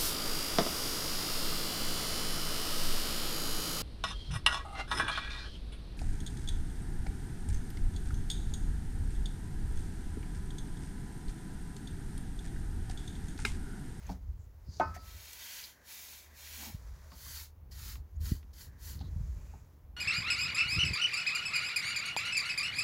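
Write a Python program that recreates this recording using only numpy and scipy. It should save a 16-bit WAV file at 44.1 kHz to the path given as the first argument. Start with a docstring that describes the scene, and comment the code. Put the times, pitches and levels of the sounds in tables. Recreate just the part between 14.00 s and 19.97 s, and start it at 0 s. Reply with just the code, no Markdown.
"""Oiling charred wood outdoors

Oil is wiped along charred wooden strips on a table, with a wide brush and a rag in hand.
Three long strokes and five short ones are shaped noise: a hiss in the bristles over a rasp in the wood.
A strip set down with a ringing clack, and smaller knocks, are clicks that set decaying tones going.
Wet scuffs are short bits of rough noise in one resonance, and sleeves and rag rustle as duller noise.
Wind buffets the microphone as low, lumpy noise, and a far hum wavers as a very narrow band of noise."""
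import sys
import numpy as np
from scipy import signal
from scipy.fft import rfft, irfft, next_fast_len
from scipy.io import wavfile
from scipy.ndimage import uniform_filter1d

SR = 44100
rng = np.random.default_rng(int(sys.argv[2]) if len(sys.argv) > 2 else 0)


def digitize_waveform(pressure):
    """Quantize a signal to 16-bit integers and store it at the path in sys.argv[1].

    Rows of a 2-D input are taken as channels; values are limited to [-1, 1].
    """
    field = np.atleast_2d(pressure).T
    bounded = np.clip(field, -1, 1)
    quanta = np.round(bounded * 32767).astype(np.int16)
    wavfile.write(sys.argv[1], SR, quanta)


N = 263096  # length in samples, about 6 s

# Levels are relative: the sources weigh them again when they are mixed.
# Decay t60 is the time in which a plain fade drops by 60 dB.

# Open air, dull and even, over faint microphone hiss: f/Hz, level per Hz/dB
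AIR_SPECTRUM = [(150, -3), (400, -4.5), (650, -8.5), (900, -8), (1400, -17), (2200, -21), (3600, -27.5),
                (7000, -37), (11000, -25), (15700, -20.5)]
AIR_DB = -70.5
# Loudness of the far hum: t/s, level/dB
HUM_LEVEL = [(0, -51), (1.2, -63.5), (1.8, -76.5), (2.6, -54), (3.5, -56), (5.97, -60.5)]
HUM_HZ, HUM_WIDTH_HZ = 74.22, 2.24  # width of each of the two filter passes
# Loudness of sleeves and rag: t/s, level/dB
RUSTLE_LEVEL = [(0, -63), (0.12, -59), (0.2, -74), (0.55, -76.5), (0.95, -63.5), (1.8, -70.5), (3.05, -63),
                (3.55, -81.5), (4.75, -73), (5.05, -66.5), (5.5, -66.5), (5.97, -84.5)]
# Colour of sleeves and rag: f/Hz, level per Hz/dB
CLOTH_SPECTRUM = [(350, -12), (600, 1), (757, -9.5), (955, -1), (1160, -4.5), (1940, -6), (2850, -16),
                  (6460, -8.5), (8380, -13), (15700, -19.5)]

# Loudness of wind on the microphone: t/s, rumble level/dB, flutter level/dB
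WIND_LEVEL = [(0, -50.5, -90), (0.1, -40, -50.5), (0.22, -50.5, -65.5), (0.3, -39, -67), (0.6, -57.5, -72),
              (0.7, -37.5, -66), (0.78, -55.5, -64), (0.88, -42, -54.5), (1.01, -48, -69),
              (1.18, -43.5, -70), (1.25, -63.5, -82.5), (1.9, -72.5, -82.5), (2.55, -62.5, -78.5),
              (2.92, -42.5, -67), (3.08, -57, -72), (3.34, -48.5, -71.5), (3.5, -60.5, -79),
              (3.72, -45, -66), (3.99, -41, -61.5), (4.09, -55.5, -79), (4.21, -38, -60), (4.34, -38, -54),
              (4.42, -51, -70), (4.87, -47, -66.5), (5.01, -39.5, -54.5), (5.33, -37.5, -62.5),
              (5.78, -58, -69), (5.97, -48.5, -70.5)]
# Colour of the low wind rumble: f/Hz, level per Hz/dB
RUMBLE_SPECTRUM = [(13, -53), (22, -10), (47, 1), (67, 2.5), (82, 0.5), (113, -20.5), (145, -16.5),
                   (160, -31.5), (210, -66), (350, -120)]
# Colour of the wind flutter above it: f/Hz, level per Hz/dB
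FLUTTER_SPECTRUM = [(53, -16), (90, -5.5), (113, -9.5), (151, -14), (311, -27.5), (500, -32.5),
                    (650, -71.5), (1100, -120)]
# Dull buffets on the microphone: t/s, level/dB, length/s
BUFFETS = [(0.687, -36.5, 0.002), (2.748, -30.5, 0.0022), (4.32, -19.5, 0.0014), (5.043, -35, 0.0015),
           (5.163, -27.5, 0.0024), (5.209, -30, 0.0024)]

# Scuffs and swishes of bristles, glove and sleeve: t/s, length/s, level/dB, f/Hz, width/Hz
SCUFF_EVENTS = [(0.0, 0.11, -64, 1910, 1400), (0.064, 0.01, -55.5, 6370, 2200),
                (0.083, 0.06, -59.5, 4700, 4000), (0.371, 0.11, -74, 7000, 1500),
                (0.629, 0.33, -62.5, 4880, 1100), (0.67, 0.2, -61, 5770, 2170),
                (0.936, 0.044, -56, 5660, 5060), (0.947, 0.11, -65, 4650, 700),
                (0.934, 0.053, -55, 1800, 700), (1.329, 0.009, -45.5, 7000, 7000),
                (1.63, 0.029, -47, 4640, 1800), (1.675, 0.24, -69, 1680, 500),
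                (2.2, 0.29, -67.5, 1820, 706), (3.095, 0.06, -63.5, 4600, 1100),
                (3.709, .03, -58, 4700, 1400), (4.152, 0.027, -72.5, 6550, 1200),
                (4.53, 0.014, -62, 5100, 3000), (4.56, 0.11, -72, 4350, 500),
                (4.614, 0.27, -72.5, 1700, 450), (4.99, 0.0059, -55, 4350, 1400),
                (4.994, 0.036, -59.5, 3900, 1900), (5.01, 0.097, -68, 3950, 1000),
                (5.074, 0.67, -72.5, 7000, 1900), (5.286, 0.37, -76, 2460, 600)]

# Wood knocks on wood: t/s, clack level/dB, clack pitch f/Hz, free ring level/dB,
# table thud level/dB, tick level/dB
KNOCK_EVENTS = [(0.0916, -32.5, 855, -83, -45.5, -56), (0.098, -31, 857, -62, -38, -63),
                (0.7987, -13, 715, -23.5, -40, -40.5), (0.964, -37, 715, -77, -56.5, -59),
                (3.118, -45.5, 1120, -59, -56.5, -56), (3.264, -47, 1100, -79, -62, -64),
                (3.955, -52.5, 1070, -68, -60, -48), (4.429, -63, 1090, -80, -62, -59.5),
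                (5.0095, -43, 796, -65, -46, -57), (5.5364, -42, 850, -62, -59.5, -72)]
# Damped clack of strip against table: multiple of the clack pitch, level/dB, decay t60/s
CLACK_TONES = [(.49, -24.5, 0.043), (1.001, -6, 0.017), (1.3, -20.5, 0.012), (1.67, -18.5, 0.0053)]
# The strip ringing freely: f/Hz, level/dB, decay t60/s
STRIP_TONES = [(194, -16, 0.27), (296, -12, 0.17), (371, -15, 0.22), (544, -17, 0.16), (619, -12, 0.17),
               (705, -17, 0.18), (775, -18, 0.18), (894, 0, 0.16), (1039, -12, 0.21), (1077, -17, 0.22),
               (1254, -8, 0.28), (1303, -16.5, .74), (1448, -14, 0.12), (1518, -8, 0.19), (1610, -40, 0.77),
               (1771, -23, 0.24), (1927, -31, 0.25), (2175, -23, 0.15), (2519, -28, 0.27)]
# The table top when struck: f/Hz, level/dB, decay t60/s
TABLE_TONES = [(165.5, -1.5, 0.15), (187.6, 1, 0.21), (265.6, -2.5, 0.23)]

# Strokes of the brush: start t/s, attack/s, hold/s, release/s, level at the end of the hold/dB,
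# swell over the hold/dB, rasp over hiss/dB
BRUSH_STROKES = [ (0.986, 0.11, 0.47, 0.18, -48, 11, 2.5), (1.841, 0.083, 0.2, .18, -52.5, -2.5, 0),
                 (2.332, 0.078, 0.2, .16, -47, 7.4, 1), (3.118, 0.23, .043, .098, -47.5, 0, -0.6),
                 (3.707, 0.015, 0.17, 0.096, -49, 10.5, 1.2), (4.197, .019, 0.047, 0.13, -48.5, 12, 0),
                 (4.526, 0.011, 0.076, 0.083, -53.5, 11.1, -1), (4.787, 0.081, 0.017, 0.11, -50.5, 2, -1), ]
# Bristle hiss: f/Hz, level per Hz/dB
HISS_SPECTRUM = [(4120, -10.5), (7000, -3.5), (8660, -4), (11500, -4), (15100, -4), (15700, -4)]
# Wood rasp under a long stroke: f/Hz, level per Hz/dB
LONG_RASP_SPECTRUM = [(410, -60), (700, -0.5), (960, -11), (1290, -6.5), (1530, 2), (2350, 2), (2950, 0),
                      (3230, 1.5), (3880, -4.5), (4170, -3.5), (5010, 4), (6800, 6), (8000, 1),
                      (10400, -66), (17600, -120)]
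# Wood rasp under a short stroke: f/Hz, level per Hz/dB
SHORT_RASP_SPECTRUM = [(410, -26), (700, -12.5), (931, -4.5), (1130, -8.5), (1250, -7), (1940, 0),
                       (2770, -9), (3160, -2), (3470, -5), (3650, 0), (3920, -3.5), (4520, 3), (5660, -5),
                       (7220, -1), (8000, -13), (10400, -51), (17600, -120)]
# Resonances of the strips under a long stroke: f/Hz, width/Hz, lift/dB
STRIP_RESONANCES = [(966, 210, 13.5), (1620, 100, 1.5), (1983, 57, 9.5), (2310, 79, 9.5), (2850, 47, 6),
                    (3215, 150, 7.5), (3685, 330, 12), (4180, 390, 11), (4650, 120, 7), (6600, 250, 0.5)]
# The table droning where the hand bears down: t/s, level/dB
BEARING_LEVEL = [(2.48, -90), (2.63, -51.5), (2.70, -52.5), (2.74, -83)]
# Colour of that drone: f/Hz, level per Hz/dB
DRONE_SPECTRUM = [(88, -46), (150, -23), (221, 0.5), (391, -20), (432, -18), (551, -26), (805, -10),
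                  (881, -15.5), (1300, -24.5), (1690, -54), (2860, -120)]
# Table top and arm mirroring the brush: average extra delay/s, strength (fraction)
MIRROR_PATHS = [(.0007, .28), (.0021, .24)]
PATH_SWING = .12  # spread of the slow delay changes, as a natural logarithm
# Before this the strokes are long; after it a hand holds the strips down and damps them
HELD_FROM_S = 3.0
# A stroke's flanks are bell-shaped, and this far down at its start and end
FLANK_DB = 20
# Bending bristles ring higher with effort: pitch at a reference rasp level, and its rise
BRISTLE_HZ, BRISTLE_AT_DB, BRISTLE_HZ_PER_DB = 2400, -46.5, 38
BRISTLE_WIDTH_HZ = 1300  # width of each of the two filter passes

# The microphone's port dips a band of the treble; depth is the share of a full notch
PORT_DIP_HZ, PORT_DIP_WIDTH_HZ, PORT_DIP_DEPTH = 8600, 3150, 0.59
CUTOFF_HZ = 15800


def from_db(db):
    """Turn decibels into gain."""
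    return 10 ** (np.asarray(db) / 20)


def rms_one(x):
    """Scale a sound to an average strength (rms) of 1."""
    return x / np.sqrt(np.mean(x ** 2) + 1e-20)


def gain_curve(rows, axis=1):
    """Join a table's dB column by straight lines and turn it into gain, near silent outside its span."""
    rows = np.array(rows)
    db = np.interp(np.arange(N) / SR, rows[:, 0], rows[:, axis], left=-150, right=-150)
    return from_db(db)


def butter(x, hz, kind, order=2):
    """Keep the lows ("low") or the highs ("high") of a sound."""
    hz = np.clip(hz, 10, .45 * SR)
    return signal.sosfilt(signal.butter(order, hz, kind, fs=SR, output="sos"), x + 1e-18)


def colour(x, spectrum, peaks=()):
    """Filter a sound with a spectrum that falls steeply outside the table, plus resonant lifts; rms 1."""
    size = next_fast_len(N)
    hz = np.maximum(np.fft.rfftfreq(size, 1 / SR), 1)
    at, level = np.transpose(spectrum)
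    octaves_outside = np.abs(np.log2(hz / np.clip(hz, at.min(), at.max())))
    db = np.interp(np.log(hz), np.log(at), level) - 48 * octaves_outside
    for centre, width, lift in peaks:
        db = db + lift / (1 + (2 * (hz - centre) / width) ** 2)
    return rms_one(irfft(rfft(x, size) * from_db(db), size)[:N])


def white():
    """Plain noise, equally strong at all frequencies."""
    return rng.standard_normal(N)


def drift(rate):
    """Wander by chance: random points, rate per second, with spread 1, joined by straight lines."""
    knots = rng.standard_normal(4096)
    return np.interp(np.arange(N) / SR * rate, np.arange(len(knots)), knots)


def steadied(x, seconds):
    """Even out the slow swells of a noise by dividing by its running strength."""
    power = uniform_filter1d(x ** 2, max(int(seconds * SR), 2))
    return x / np.sqrt(power + 1e-3)


def resonate(x, hz, width_hz):
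    """Pass a sound through one resonance twice, which darkens the sound around it; rms 1."""
    r = np.exp(-np.pi * width_hz / SR)
    section = [1 - r, 0, r - 1, 1, -2 * r * np.cos(2 * np.pi * hz / SR), r * r]
    return rms_one(signal.sosfilt([section, section], x))


def ring(clicks, hz, t60):
    """Let each click start a fading sine, of starting height 1 for a unit click."""
    r = np.exp(-np.log(1000) / (t60 * SR))
    w = 2 * np.pi * hz / SR
    return signal.lfilter([0, np.sin(w)], [1, -2 * r * np.cos(w), r * r], clicks + 1e-18)


def swell_ring(hz, t60):
    """A ring that takes a moment to build up, as under a yielding blow; its envelope peaks at 1."""
    age = np.arange(int(3 * t60 * SR)) / SR
    decays = age * np.log(1000) / t60
    return decays * np.exp(1 - decays) * np.sin(2 * np.pi * hz * age)


def dying(hits, t60):
    """An envelope that jumps at each hit and fades."""
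    return signal.lfilter([1], [1, -np.exp(-np.log(1000) / (t60 * SR))], hits + 1e-18)


def clicks_at(times, db):
    """Single-sample clicks of given heights."""
    out = np.zeros(N)
    out[np.round(np.atleast_1d(times) * SR).astype(int)] = from_db(db)
    return out


def add(out, s, sound):
    """Mix a short sound in at a given time."""
    part = out[int(s * SR):int(s * SR) + len(sound)]
    part += sound[:len(part)]


def friction(slips_per_s, slip_db, rough_db):
    """Steady noise of sliding fibres plus random snaps, both shaken by the grain and bumps of a surface."""
    slips = (rng.random(N) < slips_per_s / SR) * white()
    unevenness = drift(260) + .5 * drift(35)
    return (white() + from_db(slip_db) * rms_one(slips)) * from_db(rough_db * unevenness)


def open_air():
    """Even, dull noise of the open air over faint microphone hiss."""
    return from_db(AIR_DB) * colour(white(), AIR_SPECTRUM)


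def far_hum():
    """A very narrow band of noise, which sounds like a wavering tone."""
    return steadied(resonate(white(), HUM_HZ, HUM_WIDTH_HZ), 0.11) * gain_curve(HUM_LEVEL)


def cloth_rustle():
    """Fibres of sleeves and rag sliding and snapping, louder and softer over time."""
    rub = friction(slips_per_s=590, slip_db=-23.0, rough_db=1.04)
    return colour(rub, CLOTH_SPECTRUM) * gain_curve(RUSTLE_LEVEL)


def wind(rumble_db=-1.0, flutter_db=6, port_hz=36):
    """Eddies at the microphone: a lumpy rumble, with flutter above it in the gusts."""
    rumble = butter(colour(white(), RUMBLE_SPECTRUM), port_hz, "high", order=3)
    rumble = steadied(rumble, 0.061) * from_db(2.4 * drift(13))
    flutter = steadied(colour(white(), FLUTTER_SPECTRUM), 0.044) * from_db(2.0 * drift(40))
    rumble = rumble * gain_curve(WIND_LEVEL)
    flutter = flutter * gain_curve(WIND_LEVEL, axis=2)
    return from_db(rumble_db) * rumble + from_db(flutter_db) * flutter


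def bumps(port_hz=45):
    """Soft pushes of pressure; the microphone passes no deep bass, so each push swings back."""
    out, t = np.zeros(N), np.arange(N) / SR
    for s, db, length in BUFFETS:
        bell = np.exp(-np.minimum(((t - s) / length) ** 2, 50))
        push = butter(bell, port_hz, "high", order=4)
        out += from_db(db) * push / np.abs(push).max()
    return out


def scuffs():
    """Short swells of stick and slip in one resonance, with a little bristle hiss on top."""
    out = np.zeros(N)
    rub = friction(slips_per_s=1000, slip_db=-6.5, rough_db=1.4)
    fizz = rms_one(butter(rub, 11000, "high", order=4))
    for s, length, db, hz, width_hz in SCUFF_EVENTS:
        span = slice(max(int(s * SR), 0), int((s + length) * SR))
        # The broader the scuff for its pitch, the more hiss goes with it
        fizz_gain = from_db(-6) * (width_hz / hz) ** 2
        voice = resonate(rub[span], hz, width_hz) + fizz_gain * fizz[span]
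        out[span] += from_db(db) * voice * signal.windows.tukey(len(voice), .7)
    return out


def knocks(rebound_s=.006, spread_s=0.0044, radiation_hz=430, haze_db=-23, haze_t60=0.43,
           rattle_db=-22, rattle_t60=0.19, rattle_hz=690, rattle_width_hz=200,
           tick_t60=0.036, tick_hz=3800):
    """A strip lands with a tick and a damped clack that shakes the table, then rebounds, rings and rattles."""
    times, clack_db, pitch_hz, ring_db, thud_db, tick_db = np.transpose(KNOCK_EVENTS)
    landing = clicks_at(times, clack_db)
    push = clicks_at(times, thud_db)

    def rebound():
        # Bending waves disperse, so each tone starts at its own moment
        return clicks_at(times + rebound_s + spread_s * rng.random(), ring_db)

    clack = np.zeros(N)
    for s, level_db, hz in zip(times, clack_db, pitch_hz):
        for multiple, db, t60 in CLACK_TONES:
            add(clack, s, from_db(level_db + db) * swell_ring(multiple * hz, t60))

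    thud = np.zeros(N)
    for k, (hz, db, t60) in enumerate(TABLE_TONES):
        thud += (-1) ** k * from_db(db) * ring(push, hz, t60)

    free = sum(from_db(db) * ring(rebound(), hz, t60) for hz, db, t60 in STRIP_TONES)
    # A narrow strip gives off its low tones poorly
    free = butter(free, radiation_hz, "high", order=1)
    # The many weak upper tones blur into a short haze
    haze = from_db(haze_db) * resonate(white(), 950, 640) * dying(rebound(), haze_t60)

    rattle = steadied(resonate(white(), rattle_hz, rattle_width_hz), 0.001)
    rattle = from_db(rattle_db) * rattle * dying(landing, rattle_t60)
    tick = butter(butter(white(), tick_hz, "low", order=3), 910, "high")
    tick = rms_one(tick) * dying(clicks_at(times, tick_db), tick_t60)
    return clack + thud + free + haze + rattle + tick


def strokes():
    """The brush gathers speed, travels while the hand bears down, and slows; gains of hiss and rasp."""
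    t, hiss, rasp = np.arange(N) / SR, 0, 0
    for start, attack, hold, release, db, swell_db, rasp_db in BRUSH_STROKES:
        age = t - start - attack  # time since the hold began
        # 0 during the hold, 1 at the stroke's start and end
        flank = np.maximum(np.maximum(-age / attack, (age - hold) / release), 0)
        pressure_db = swell_db * (np.clip(age / hold, 0, 1) - 1)
        gain = from_db(db + pressure_db - FLANK_DB * np.minimum(flank ** 2, 10))
        hiss = hiss + gain
        rasp = rasp + from_db(rasp_db) * gain
    return hiss, rasp


def mirrored(x):
    """Near reflections with wandering delays make the colour shift along a stroke; rms 1."""
    n, travel = np.arange(N), np.exp(PATH_SWING * drift(7))
    echoes = sum(strength * np.interp(n - delay * SR * travel, n, x) for delay, strength in MIRROR_PATHS)
    return rms_one(x + echoes)


def bristle_ring(rub, effort):
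    """A resonance that slides up with effort, blended from a row of fixed ones."""
    effort_db = 20 * np.log10(effort + 1e-9)
    centre = BRISTLE_HZ + BRISTLE_HZ_PER_DB * (effort_db - BRISTLE_AT_DB)
    pitches, step = np.linspace(1600, 2600, 9, retstep=True)
    centre = np.clip(centre, pitches[0], pitches[-1])
    blend = 0
    for hz in pitches:
        nearness = np.maximum(1 - abs(centre - hz) / step, 0)
        blend = blend + resonate(rub, hz, BRISTLE_WIDTH_HZ) * nearness
    return effort * blend


def brush(hiss_db=1.0, long_db=-2.5, short_db=-2.37, drone_db=-0.5, bristle_db=-12):
    """Each stroke hisses in the bristles and rasps in the wood beneath, in fine surges."""
    hiss_gain, rasp_gain = strokes()
    held = np.arange(N) / SR > HELD_FROM_S
    surge = from_db(0.57 * drift(30))

    hiss_rub = friction(slips_per_s=3700, slip_db=-15, rough_db=1.0)
    hiss = mirrored(colour(hiss_rub, HISS_SPECTRUM)) * hiss_gain
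    rasp_rub = friction(slips_per_s=1100, slip_db=-16.5, rough_db=1.2)
    long_rasp = mirrored(colour(rasp_rub, LONG_RASP_SPECTRUM, STRIP_RESONANCES)) * rasp_gain * ~held
    short_rasp = mirrored(colour(rasp_rub, SHORT_RASP_SPECTRUM)) * rasp_gain * held
    bristles = bristle_ring(white(), rasp_gain * ~held)
    drone = colour(white(), DRONE_SPECTRUM) * gain_curve(BEARING_LEVEL)

    rubbing = from_db(hiss_db) * hiss + from_db(bristle_db) * bristles
    rubbing += from_db(long_db) * long_rasp + from_db(short_db) * short_rasp
    return surge * rubbing + from_db(drone_db) * drone


def scene():
    """Add all the sources into one channel, with no room echo."""
    background = open_air() + far_hum() + cloth_rustle() + wind() + bumps()
    handling = scuffs() + knocks() + brush()
    return (background + handling)[None]


def record(dry):
    """The microphone's port dips a band of the treble; the top is cut steeply."""
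    notch = signal.lfilter(*signal.iirnotch(PORT_DIP_HZ, PORT_DIP_HZ / PORT_DIP_WIDTH_HZ, fs=SR), dry)
    heard = dry + PORT_DIP_DEPTH * (notch - dry)
    return signal.sosfilt(signal.ellip(12, .1, 70, CUTOFF_HZ, fs=SR, output="sos"), heard)


dry = scene()
out = record(dry)
digitize_waveform(out)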